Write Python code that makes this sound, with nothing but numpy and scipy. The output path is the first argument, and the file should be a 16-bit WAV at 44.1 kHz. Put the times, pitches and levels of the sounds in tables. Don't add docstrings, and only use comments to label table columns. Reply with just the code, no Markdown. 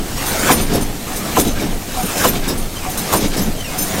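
import sys
import numpy as np
from scipy import signal
from scipy.fft import rfft, irfft, next_fast_len
from scipy.io import wavfile
from scipy.ndimage import uniform_filter1d, map_coordinates

SR = 44100
rng = np.random.default_rng(int(sys.argv[2]) if len(sys.argv) > 2 else 0)


def waveform_to_disk(signal):
    frames = np.transpose(np.atleast_2d(signal))
    scaled = np.clip(frames, -1, 1) * 32767
    samples = np.round(scaled).astype(np.int16)
    wavfile.write(sys.argv[1], SR, samples)


N = 176400

# thump t/s, thump level/dB, its starting f/Hz, its fall/octaves,
# rasp level/dB, return scrape level/dB, rumble level/dB, creak level/dB
SAW_STROKES = [(-.373, -12, 1500, 2, -26, -21.5, -17, -36), (.507, -10, 1650, 2.53, -18.5, -29, -17.5, -32),
               (1.385, -10.5, 1290, 2.72, -25, -32.5, -20.5, -32),
               (2.26, -11.5, 1530, 2.5, -21, -30, -21.5, -20),
               (3.145, -14.5, 1700, 2.2, -24.5, -28.5, -19.5, -25),
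               (4.025, -13, 1500, 2, -24, -28, -18.5, -27.5)]
# f/Hz, level/dB, t60/s
TIMBER_MODES = [(91, -1.5, 0.12), (150, -5, 0.079), (193, 3.5, 0.042), (227.5, 1.5, 0.04),
                (283, -3.5, 0.12), (362, -4.5, 0.02), (399, -14.5, 0.18), (460, -26, 0.24),
                (683, -13, 0.12)]


def amp(db):
    return 10 ** (np.asarray(db) / 20)


def unit(x):
    return x / np.sqrt(np.mean(x ** 2) + 1e-20)


def unit_burst(x):
    return x / np.sqrt(uniform_filter1d(x ** 2, size=SR // 50).max() + 1e-20)


def along(points, hz):
    f, v = np.transpose(points)
    return np.interp(np.log(hz + 1), np.log(f + 1), v)


def clock(size=N):
    return np.arange(size) / SR


def swell(t, centre, width):
    return np.exp(-((t - centre) / width) ** 2)


def add(track, s, x):
    i = round(s * SR)
    a, b = max(i, 0), min(i + len(x), len(track))
    if b > a:
        track[a:b] += x[a - i:b - i]


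def wobble(rate, size=N):
    knots = rng.standard_normal(size * rate // SR + 4)
    return map_coordinates(knots, [np.arange(size) * rate / SR])


def grit(rough_db, rate, size=N):
    return rng.standard_normal(size) * amp(rough_db * np.clip(wobble(rate, size), -2, 2))


def patchy(x, depth_db):
    z = signal.stft(x, nperseg=512)[2]
    field = uniform_filter1d(rng.standard_normal(z.shape), size=3, axis=0)
    field = unit(uniform_filter1d(field, size=9, axis=1))
    return signal.istft(z * amp(depth_db * field), nperseg=512)[1][:N]


def coloured(x, spectrum):
    m = next_fast_len(N + SR // 2)
    gain = amp(along(spectrum, np.fft.rfftfreq(m, 1 / SR)))
    return unit(irfft(rfft(x, m) * gain, m)[:N])


def ring(drive, modes, scatter_db=1, detune=0):
    out = 0
    for hz, db, t60 in modes:
        r = np.exp(-np.log(1000) / (t60 * SR))
        angle = 2 * np.pi * hz * (1 + detune * rng.standard_normal()) / SR
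        mode = signal.lfilter([1, 0, -1], [1, -2 * r * np.cos(angle), r * r], drive)
        out = out + amp(db + scatter_db * rng.standard_normal()) * unit(mode)
    return out


def diffuse_ring(x, decay):
    hz, t, z = signal.stft(rng.standard_normal(SR // 3), SR, nperseg=256)
    damping = np.exp(-np.log(1000) * t / along(decay, hz)[:, None])
    tail = signal.istft(z * damping, SR, nperseg=256)[1]
    return signal.fftconvolve(x, tail / np.linalg.norm(tail))[:len(x)]


def each_stroke(shape, levels_db):
    s, db = np.transpose(shape)
    return sum(amp(level) * np.interp(clock() - thump_s, s, amp(db), left=0, right=0)
               for (thump_s, *_), level in zip(SAW_STROKES, levels_db))


def water():
    # f/Hz, level/dB
    spectrum = [(20, 1), (50, -5), (100, -6), (250, -7), (500, -16), (720, -14.5), (950, -23.5),
                (2000, -23.5), (4000, -25), (8500, -25.5), (11000, -29.5), (12800, -26.5), (16000, -33)]
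    return amp(-25.5) * coloured(patchy(grit(rough_db=1, rate=900), depth_db=2), spectrum)


def sway():
    swings = [(-.29, .15, 18.5, -27), (.146, .08, 20.3, -15), (.352, .07, 21, -15.3)]
    t = clock()
    return sum(amp(db) * swell(t, s + lag, width) * np.cos(2 * np.pi * hz * (t - s - lag))
               for s, *_ in SAW_STROKES for lag, width, hz, db in swings)


def timber_rumble():
    envelope = [(-.44, -26), (-.3, -15.5), (-.22, -8.5), (-.12, -9), (-.03, -4), (.015, 3), (.05, -1.5),
                (.1, -0.5), (.17, -12), (.25, 2.5), (.3, -3.5), (.35, -6), (.46, -20)]
    *_, rumble_db, _ = np.transpose(SAW_STROKES)
    return unit(ring(grit(rough_db=1.5, rate=200), TIMBER_MODES)) * each_stroke(envelope, rumble_db)


def beam_knocks():
    load_shifts = [(.445, -24, .012), (.755, -16, .022), (1.474, -18, .016), (1.64, -28, .025),
                   (2.045, -21, .015), (2.36, -22, .015), (2.5, -30, .02), (3.245, -16.5, .02),
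                   (3.405, -17, .025), (3.49, -20, .02)]
    out, t = np.zeros(N), clock(SR // 3)
    dull = signal.butter(2, 470, fs=SR, output='sos')
    for s, db, width in load_shifts:
        push = rng.standard_normal(len(t)) * swell(t, 2 * width, width)
        knock = signal.sosfilt(dull, ring(push, TIMBER_MODES))
        add(out, s - 2 * width, amp(db) * unit_burst(knock))
    return out


def bearing_squeaks():
    chirps = [(2.753, .04, 3150, 3080, -29), (2.81, .04, 2550, 2300, -36), (3.565, .075, 3200, 3050, -31),
              (3.638, .037, 2830, 2720, -28), (3.668, .035, 2550, 2420, -31)]
    waver, flutter_db, harmonics_db = .022, 2.5, (0, -6, -11)
    out, t = np.zeros(N), clock(SR // 8)
    for s, length, first_hz, last_hz, db in chirps:
        progress = np.minimum(t / length, 1)
        glide_hz = first_hz + (last_hz - first_hz) * progress
        phase = 2 * np.pi * np.cumsum(glide_hz * (1 + waver * wobble(rate=1100, size=len(t)))) / SR
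        envelope = amp(db + flutter_db * wobble(rate=150, size=len(t))) * np.sin(np.pi * progress)
        tone = sum(amp(level) * np.sin(k * phase) for k, level in enumerate(harmonics_db, 1))
        add(out, s, envelope * tone)
    return out


def rattles(events, modes, attack_s, release_s, scatter_db):
    weak_mode_decay = [(1000, 0.04), (5000, 0.036), (15000, .05)]
    tones, hiss, t = np.zeros(N), np.zeros(N), clock(SR // 3)
    bright = signal.butter(1, [5000, 13000], 'bandpass', fs=SR, output='sos')
    for s, db, length, hiss_db in events:
        envelope = (1 - np.exp(-t / attack_s)) * np.exp(-np.maximum(t - length, 0) / release_s)
        chatter = grit(rough_db=6.5, rate=700, size=len(t)) * envelope
        add(tones, s, amp(db) * unit_burst(ring(chatter, modes, scatter_db, detune=.0022)))
        add(hiss, s, amp(db + hiss_db) * unit_burst(signal.sosfilt(bright, chatter)))
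    return tones + diffuse_ring(hiss, weak_mode_decay)


def iron_jingles():
    modes = [(3900, -13, .06), (5280, -12, .07), (6226, -1, .15), (6912, -9, .08), (7190, -9, .07),
             (8818, -5, .08), (9114, -2, .14), (9270, 0, .16), (10331, -10, .08), (10734, -11, .07),
             (11305, -10, .07), (11719, -12, .07), (12780, -3, .14), (12936, -3, .14), (13232, -6, .08),
             (14900, -13, .05)]
    jingles = [(.255, -22.5, 0.04, -8), (.498, -38, 0.025, -14), (.518, -16.5, 0.005, -5),
               (.565, -32, .03, -12), (.603, -23, 0.015, -12), (.805, -27, 0.016, -4),
               (1.125, -34, 0.025, -8), (1.157, -30.5, 0.019, 6), (1.368, -17.5, 0.031, 0.5),
               (1.397, -31, 0.0085, 8), (1.445, -27, 0.036, -2), (1.96, -31, 0.025, -13),
               (2.0, -27.5, 0.091, -6), (2.168, -27, 0.032, 4.5), (2.232, -23.5, 0.046, 3.5),
               (2.28, -20.5, 0.009, -9), (2.322, -33, 0.026, -6), (2.572, -28, 0.009, -3.5),
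               (2.89, -28, 0.016, -17), (2.972, -23, 0.019, 0.5), (3.122, -22.5, 0.016, 4.5),
               (3.153, -20, 0.018, -7), (3.2, -30.5, 0.083, -3), (3.412, -26, 0.031, -10),
               (3.778, -19, 0.045, -26), (3.86, -30, .025, -1)]
    return rattles(jingles, modes, attack_s=0.0013, release_s=0.015, scatter_db=5)


def link_clinks():
    modes = [(1720, -9, .05), (3690, -3, .07), (5070, -4, .09), (5510, 0, .11), (6080, -2, .11),
             (7400, -7, .07), (7840, -4, .08), (10400, -5, .09), (11650, -4, .1), (12800, -9, .1),
             (14300, -7, .06)]
    clinks = [(.727, -27, 0.025, 4), (1.603, -31, 0.024, -0.5), (2.476, -22.5, 0.0098, -4),
              (3.364, -25.5, 0.03, -1.5)]
    return rattles(clinks, modes, attack_s=0.001, release_s=0.017, scatter_db=4)


def guide_creaks():
    chafe_spectrum = [(200, -28), (550, -4), (750, -3), (1200, 6), (1700, -26), (2500, -6), (5000, -26)]
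    chafe_db, groan_db = -29, -35
    groan_hz, groan_t60_s, hoot_hz, waver = 1600, .015, 745, .025
    out, t = np.zeros(N), clock()
    lowpass = signal.butter(4, 4000, fs=SR, output='sos')
    chafe = coloured(signal.sosfilt(lowpass, grit(rough_db=5.5, rate=500)), chafe_spectrum)
    groan = ring(rng.standard_normal(N), [(groan_hz, 0, groan_t60_s)])
    hoot_phase = 2 * np.pi * np.cumsum(hoot_hz * (1 + waver * wobble(rate=300))) / SR
    hoot = unit(np.sin(hoot_phase))
    for s, *_, hoot_db in SAW_STROKES[1:]:
        out += amp(chafe_db) * chafe * swell(t, s - .287, width=.03)
        out += amp(hoot_db) * hoot * swell(t, s - .263, width=.024)
        out += amp(groan_db) * groan * swell(t, s + .19, width=.03)
    return out


def frame_thumps(count=26):
    post_modes = [(258, -6, 0.085), (400, -7.5, 0.06), (499, -1, .07), (745, -7, 0.058), (1010, 6.5, 0.032),
                  (1104, -11, 0.031), (1320, -8, 0.053)]
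    lead_s, judder_s, decay_cycles, post_db = .021, .044, 0.64, -5
    out, t = np.zeros(N), clock(SR // 4)
    for s, db, first_hz, fall_octaves, *_ in SAW_STROKES:
        progress = (np.arange(count) + rng.random(count))[:, None] / count
        age = np.maximum(t - judder_s * progress, 0)
        hz = first_hz * 2 ** (-fall_octaves * progress + 0.16 * rng.standard_normal((count, 1)))
        force = np.sqrt(np.sin(np.pi * progress) * hz) * swell(progress, 0.3, 0.99)
        force *= rng.choice([-1, 1], (count, 1))
        pulses = force * np.sin(2 * np.pi * hz * age) * np.exp(-hz * age / decay_cycles)
        judder = pulses.sum(axis=0)
        post = amp(post_db) * unit_burst(ring(judder, post_modes))
        add(out, s - lead_s, amp(db) * unit_burst(unit_burst(judder) + post))
    return out


def blade():
    rasp_spectrum = [(100, -10), (500, 3), (720, 2), (1000, 0), (1400, 1), (2500, -2.5), (4000, -5),
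                     (7500, -5), (11000, -9.5), (16000, -10.5)]
    rasp_envelope = [(-.45, -15), (-.35, -9.5), (-.3, -5), (-.2, -4), (-.1, -0.5), (-.035, 2.5), (-.015, 5),
                     (.015, 4), (.045, -10.5), (.09, -16.5), (.15, -19), (.3, -50)]
    scrape_spectrum = [(100, 2), (400, -7.5), (750, -5), (1300, 3), (1650, -10.5), (2200, 4), (3000, 2),
                       (3700, 4), (4500, 2), (7500, -4), (11000, -15), (16000, -11)]
    scrape_envelope = [(.03, -23), (.09, 5), (.15, -13), (.2, 2.5), (.23, 0), (.3, -8.5), (.42, -22)]
    flicker_db = 0.89
    *_, rasp_db, scrape_db, _, _ = np.transpose(SAW_STROKES)
    rasp = coloured(patchy(grit(rough_db=1.5, rate=1200), depth_db=3), rasp_spectrum)
    scrape = coloured(patchy(grit(rough_db=2.5, rate=800), depth_db=2.5), scrape_spectrum)
    cut = rasp * each_stroke(rasp_envelope, rasp_db)
    back = scrape * each_stroke(scrape_envelope, scrape_db)
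    return (cut + back) * amp(flicker_db * wobble(rate=60))


def scene():
    shed_decay = [(100, 0.083), (1000, 0.12), (5000, .16), (15000, 0.11)]
    irons = iron_jingles() + link_clinks()
    contacts = irons + frame_thumps() + beam_knocks() + guide_creaks() + bearing_squeaks()
    reverberation = amp(-11.5) * diffuse_ring(contacts, shed_decay)
    return (contacts + reverberation + blade() + timber_rumble() + sway() + water())[None]


def record(dry):
    top_hz = 15800
    rounded = dry / (1 + np.abs(dry) ** 8) ** (1 / 8)
    m = next_fast_len(N + SR // 2)
    passband = np.fft.rfftfreq(m, 1 / SR) < top_hz
    return irfft(rfft(rounded, m) * passband, m)[..., :N]


dry = scene()
out = record(dry)
waveform_to_disk(out)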